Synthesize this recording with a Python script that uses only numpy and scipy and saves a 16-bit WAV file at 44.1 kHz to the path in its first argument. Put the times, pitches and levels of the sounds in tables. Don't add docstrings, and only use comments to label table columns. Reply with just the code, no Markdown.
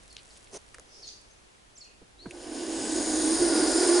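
import sys
import numpy as np
from scipy import signal
from scipy.fft import rfft, irfft
from scipy.io import wavfile
from scipy.ndimage import uniform_filter1d, map_coordinates

SR = 44100
rng = np.random.default_rng(int(sys.argv[2]) if len(sys.argv) > 2 else 0)


def unload_wav(signal):
    wavfile.write(
        sys.argv[1],
        SR,
        np.round(np.clip(np.atleast_2d(signal).T, -1, 1) * 32767).astype(np.int16),
    )


N = 176400
T = np.arange(N) / SR
HZ = np.maximum(np.arange(N // 2 + 1) * SR / N, 1)
CUTOFF_HZ = 10980


def from_db(db):
    return 10 ** (np.asarray(db) / 20)


def unit_rms(x):
    return x / np.sqrt(np.mean(np.abs(x) ** 2) + 1e-20)


def over_time(rows, column=1):
    rows = np.array(rows)
    return np.interp(T, rows[:, 0], rows[:, column])


def over_hz(rows):
    hz, value = np.transpose(rows)
    return np.interp(np.log(HZ), np.log(hz), value)


def pan(left_minus_right_db):
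    return from_db(np.array([[.5], [-.5]]) * left_minus_right_db)


def drift(rate_hz):
    return unit_rms(irfft(rfft(rng.standard_normal(N)) / (1 + (HZ / rate_hz) ** 2), N))


def noise(gain, correlation, balance_db=0):
    mid, side = rfft(rng.standard_normal((2, N)))
    alike = np.clip(over_hz(correlation), -1, 1)
    stereo = np.sqrt(1 + alike) * mid + np.sqrt(1 - alike) * side * [[1], [-1]]
    return unit_rms(irfft(stereo * gain * pan(balance_db), N))


def peak(hz, width_hz):
    return 1 / np.hypot(1, (HZ ** 2 - hz ** 2) / (HZ * width_hz))


def resonate(x, hz, width_hz):
    r = np.exp(-np.pi * width_hz / SR)
    feedback = [1, -2 * r * np.cos(2 * np.pi * hz / SR), r * r]
    return signal.lfilter(np.array([1, 0, -1]) * (1 - r * r) / 2, feedback, x + 1e-18)


def strike(start_s, decay_s):
    age = np.maximum(T - start_s, 0) / decay_s
    return 1.38 * np.minimum(age * 2, 1) * np.exp(-age)


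def swell(peak_s, rise_s, fall_s):
    return np.exp(-(np.minimum(T - peak_s, 0) / rise_s) ** 2 - np.maximum(T - peak_s, 0) / fall_s)


def bursts(rows, width_octaves):
    out, edge_ratio = 0, 2 ** (width_octaves / 2)
    for start_s, level_db, decay_s, centre_hz in rows:
        edges_hz = [centre_hz / edge_ratio, min(centre_hz * edge_ratio, CUTOFF_HZ)]
        bandpass = signal.butter(2, edges_hz, "band", fs=SR, output="sos")
        band = unit_rms(signal.sosfilt(bandpass, rng.standard_normal(N)))
        out = out + from_db(level_db) * strike(start_s, decay_s) * band
    return out


def flutter(width_hz):
    return unit_rms(drift(width_hz) + 1j * drift(width_hz))


def oscillate(amplitude, pitch_hz):
    return np.sqrt(2) * np.real(amplitude * np.exp(2j * np.pi * np.cumsum(pitch_hz) / SR))


# freq_hz, gain_db
AIR_SPECTRUM = [(60, -42), (110, -8.5), (400, -5), (3400, -14), (11000, -20.5)]
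# time_s, level_db
AIR_LEVEL = [(0, -55), (.85, -56), (2.1, -58)]
# freq_hz, correlation
AIR_CORRELATION = [(60, 0.7), (300, 0), (1200, -0.45), (8000, 0.4)]
# freq_hz, gain_db
RUMBLE_SPECTRUM = [(18, -11), (35, -4.5), (55, -2.5), (78, -12), (105, -5.5), (160, -26), (300, -53)]
# time_s, level_db
RUMBLE_LEVEL = [(0, -60.5), (1.9, -65), (3.3, -48), (4, -53)]
def outdoors():
    air = noise(from_db(over_hz(AIR_SPECTRUM)), AIR_CORRELATION)
    rumble = noise(from_db(over_hz(RUMBLE_SPECTRUM)), AIR_CORRELATION, balance_db=-4.5)
    return air * from_db(over_time(AIR_LEVEL)) + rumble * from_db(over_time(RUMBLE_LEVEL))


# peak_s, level_db, rise_s, fall_s, centre_hz, width_hz
FAR_CALLS = [(0.98, -53, 0.077, 0.15, 5330, 1400), (1.088, -50, 0.046, 0.068, 4600, 3400),
             (1.082, -50, .01, .075, 4680, 350)]
def far_birds():
    return sum(from_db(level_db) * swell(peak_s, rise_s, fall_s)
               * noise(peak(centre_hz, width_hz) ** 2, AIR_CORRELATION)
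               for peak_s, level_db, rise_s, fall_s, centre_hz, width_hz in FAR_CALLS)


def bird_note(start_s, length_s, level_db, contour, jitter=.01225):
    progress = np.clip((T - start_s) / length_s, 0, 1)
    pitch_hz = contour(progress) * (1 + jitter * drift(460))
    envelope = np.sqrt(2 * np.abs(np.sin(np.pi * progress)))
    return from_db(level_db) * envelope * np.sin(2 * np.pi * np.cumsum(pitch_hz) / SR)


def hook(progress, held_hz=4300, drop_hz=1750, held_at=.66):
    return held_hz + drop_hz * (1 - progress / held_at) ** 3


def slurs(progress, count=3, low_hz=2480, drop_hz=450):
    return low_hz + drop_hz * (1 - progress * count % 1) ** 2


# start_s, length_s, level_db, start_hz, middle_hz, end_hz
CHIRPS = [(.298, .02, -59, 5700, 4850, 3700), (1.069, 0.025, -45.5, 6650, 6300, 5150),
          (1.065, 0.03, -48.5, 5400, 4660, 3200), (1.302, 0.03, -61, 6400, 6300, 6280),
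          (1.752, 0.029, -56, 6380, 5780, 3800), (1.774, 0.0162, -49.5, 8400, 7230, 6800),
          (1.838, .013, -54.5, 6800, 5960, 5240), (2.185, 0.071, -53, 3750, 4340, 4450)]
# start_s, length_s, level_db
HOOKS = [(.094, 0.043, -56), (1.021, 0.041, -46.5), (1.804, 0.031, -48)]
def birds(rasp=.17, echo_db=-1.5, t60_s=.47):
    song = 0
    for start_s, length_s, level_db, *pitches_hz in CHIRPS:
        glide = np.poly1d(np.polyfit([0, .5, 1], pitches_hz, 2))
        song = song + bird_note(start_s, length_s, level_db, glide)
    song += sum(bird_note(*row, hook) for row in HOOKS)
    song += bird_note(start_s=1.83, length_s=.115, level_db=-65, contour=slurs)
    song *= 1 + rasp * drift(530)
    trees = rng.standard_normal((2, N)) * from_db(-60 * T / t60_s)
    echo = signal.fftconvolve(song[None], unit_rms(trees) / np.sqrt(N), axes=1)[:, :N]
    return song + from_db(echo_db) * echo


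def bark_rustle(crumbs_per_s=250, level_db=-60, end_s=1):
    crumbs = (rng.random(N) < crumbs_per_s / SR) * rng.standard_normal(N)
    grip = np.sin(np.pi * np.minimum(T / end_s, 1) ** .4)
    return from_db(level_db) * grip * unit_rms(resonate(crumbs, hz=5000, width_hz=20000))


# start_s, level_db, decay_s, centre_hz
TICKS_AND_CHIRP = [(.127, -45, 0.0021, 7500), (.1665, -34, 0.0017, 3830), (.174, -49, 0.018, 3200),
                   (.2565, -46.5, 0.00093, 8000), (.295, -57, 0.066, 6040), (.363, -50, 0.0021, 3400),
                   (.471, -49, 0.0024, 2770), (.7435, -41, 0.0036, 6760), (.784, -45, 0.00081, 7300),
                   (.797, -38.5, 0.00052, 6670), (1.215, -43.5, 0.00089, 9500),
                   (2.308, -44.5, 0.0041, 7700)]
def ticks_and_chirp():
    return bursts(TICKS_AND_CHIRP, width_octaves=1.05)


# start_s, level_db, decay_s, centre_hz
SMACKS = [(.7425, -40.5, 0.0046, 1670), (.784, -37.5, 0.00061, 1160), (.7972, -46.5, 0.0031, 790),
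          (2.2565, -37, 0.0055, 704), (2.2575, -43, 0.0036, 1330), (2.308, -42.5, 0.0052, 2600)]
# start_s, level_db, start_hz, end_hz, decay_s
CLICKS_AND_THUMP = [(.783, -47.5, 640, 262, 0.009), (2.014, -46, 516, 115, 0.014),
                    (2.2563, -32.5, 500, 85, 0.013), (3.389, -42, 198, 112, 0.022)]
def smacks_clicks_and_thump(glide_s=.0123, roughness=.6, pan_db=-1.5):
    out = bursts(SMACKS, width_octaves=.74)
    for start_s, level_db, start_hz, end_hz, decay_s in CLICKS_AND_THUMP:
        pitch_hz = end_hz + (start_hz - end_hz) * np.exp(-np.maximum(T - start_s, 0) / glide_s)
        tone = np.sin(2 * np.pi * np.cumsum(pitch_hz * (T > start_s)) / SR)
        out += from_db(level_db) * strike(start_s, decay_s) * (1 + roughness * drift(450)) * tone
    return out * pan(pan_db)


# freq_hz, correlation
BREATH_CORRELATION = [(300, 0.9), (700, 0.85), (2500, 0.71), (7000, 0.94)]
# freq_hz, left_minus_right_db
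BREATH_BALANCE = [(340, -2), (1900, -2), (3400, 0), (11000, 1)]
def breath(gain):
    return noise(gain, BREATH_CORRELATION, over_hz(BREATH_BALANCE))


# freq_hz, gain_db
PUFF_SPECTRUM = [(120, -19), (260, -11), (390, 1), (500, -4.5), (850, -14), (1150, -21), (3600, -24),
                 (5600, -17), (6200, -7), (6800, -22), (8600, -21), (9400, -15), (11000, -33)]
# time_s, level_db
PUFF_LEVEL = [(.495, -79), (.52, -54), (.541, -40), (.558, -38.5), (.574, -41.5), (.59, -83), (1.03, -60.5),
              (1.35, -87)]
def puff(roughness_db=1.8):
    air = breath(from_db(over_hz(PUFF_SPECTRUM)))
    return air * from_db(over_time(PUFF_LEVEL) + roughness_db * drift(200))


# peak_s, level_db, rise_s, fall_s, centre_hz, width_hz
EDGE_TONES = [(2.82, -43.5, .1, .5, 7790, 100), (3.19, -37.5, 0.33, 0.12, 6700, 270),
              (3.8, -38, .14, .6, 7250, 189)]
def edge_tones():
    return sum(from_db(level_db) * swell(peak_s, rise_s, fall_s) * breath(peak(centre_hz, width_hz))
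               for peak_s, level_db, rise_s, fall_s, centre_hz, width_hz in EDGE_TONES)


# time_s, relative_db, pitch_hz
THROAT_TONE = [(2.23, -45, 361), (2.43, -48, 350), (2.5, -38, 314.6), (2.7, -34, 327.3),
               (2.86, -33.5, 314.9), (2.99, -28.5, 320), (3.035, -37.5, 324.4), (3.1, -29, 310),
               (3.22, -26, 314.4), (3.34, -24, 323.4), (3.375, -35.5, 330.3), (3.425, -20.5, 350.8),
               (3.485, -27, 325.7), (3.53, -23, 330.2), (3.68, -24.5, 321), (3.718, -34.5, 342),
               (3.75, -24, 334.2), (3.82, -23.5, 352.8), (3.855, -30.5, 360.5), (3.895, -19.5, 341.5),
               (4, -21.5, 358)]
# time_s, steady_share
THROAT_STEADINESS = [(2.6, 0), (3.3, 0.53), (3.82, 0.46), (3.92, 0.9)]
def throat_tone(flutter_hz=29, skirt_hz=74, skirt_db=.5, gain_db=-.5, pan_db=-3.5):
    steady = over_time(THROAT_STEADINESS)
    unsteady = flutter(flutter_hz) + (1 - steady) * from_db(skirt_db) * flutter(skirt_hz)
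    amplitude = np.sqrt(steady) + np.sqrt(1 - steady) * unsteady
    amplitude /= np.sqrt(uniform_filter1d(np.abs(amplitude) ** 2, size=1700))
    cycle = oscillate(amplitude, over_time(THROAT_TONE, column=2))
    return cycle * from_db(over_time(THROAT_TONE) + gain_db) * pan(pan_db), cycle


EARLY_S, MIDDLE_S, LATE_S = 2.8, 3.24, 3.55
# freq_hz, gain_db
RUSH_SPECTRUM = [(170, -38), (260, 3.5), (450, 1), (750, -2.5), (1100, -9), (1290, -15), (1365, -20.5),
                 (1500, -8), (1950, -12.5), (2600, -19), (4000, -17), (11000, -22)]
# time_s, level_db
RUSH_LEVEL = [(2.25, -52), (2.58, -41.5), (3.0, -35), (3.35, -32.5), (3.55, -29.5), (3.72, -30.5),
              (3.9, -28), (4, -27.5)]
def throat_rush(cycle, pulse_depth=.15):
    whistle_hz = np.interp(T, [EARLY_S, LATE_S], [1490, 1433])
    whistle_relative_db = np.interp(T, [MIDDLE_S, LATE_S], [-19.5, -13])
    whistle = oscillate(flutter(width_hz=23.5), whistle_hz) * from_db(whistle_relative_db)
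    air = breath(from_db(over_hz(RUSH_SPECTRUM))) * (1 + pulse_depth * cycle)
    return (air + whistle) * from_db(over_time(RUSH_LEVEL))


# centre_hz, width_hz, early_weight_db, middle_weight_db, late_weight_db
NOSE_RESONANCES = [(2900, 490, -9, -30, -29), (3850, 870, -15.5, -12.5, -22.5), (5010, 560, -5, -6, -1.5),
                   (6760, 580, -5.5, -5, -6.5), (9134, 310, -1, 2.5, 3)]
# time_s, level_db
JET_LEVEL = [(2.25, -59.5), (2.56, -43), (2.85, -38), (3.3, -30), (3.72, -29.5), (3.93, -27.5)]
def nostril_jet(cycle, pulse_depth=.18, flicker_db=.75, wander=.005, sag_per_s=.01):
    jet, power = 0, 0
    for centre_hz, width_hz, *weights_db in NOSE_RESONANCES:
        gain = from_db(np.interp(T, [EARLY_S, MIDDLE_S, LATE_S], weights_db)) * np.sqrt(width_hz)
        pitch_ratio = 1 + wander * drift(6) - sag_per_s * (T - MIDDLE_S)
        read_position = np.cumsum(pitch_ratio)
        band = breath(peak(centre_hz, width_hz))
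        bent_band = np.array([map_coordinates(side, [read_position], mode="wrap") for side in band])
        jet = jet + gain * bent_band
        power = power + gain ** 2
    envelope = from_db(over_time(JET_LEVEL) + flicker_db * drift(25))
    return jet / np.sqrt(power) * envelope * (1 + pulse_depth * cycle)


def hiss(start_s=2.113, attack_s=.24, low_cut_hz=220):
    tone, cycle = throat_tone()
    onset = np.clip((T - start_s) / attack_s, 0, 1) ** 2
    exhale = onset * (tone + throat_rush(cycle) + nostril_jet(cycle))
    return signal.sosfilt(signal.butter(6, low_cut_hz, "high", fs=SR, output="sos"), exhale)


def scene():
    breathing = hiss() + edge_tones() + puff()
    small_sounds = smacks_clicks_and_thump() + bark_rustle() + ticks_and_chirp()
    return breathing + small_sounds + birds() + far_birds() + outdoors()


def record(dry):
    return signal.sosfilt(signal.ellip(16, .2, 80, CUTOFF_HZ, fs=SR, output="sos"), dry)


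dry = scene()
out = record(dry)
unload_wav(out)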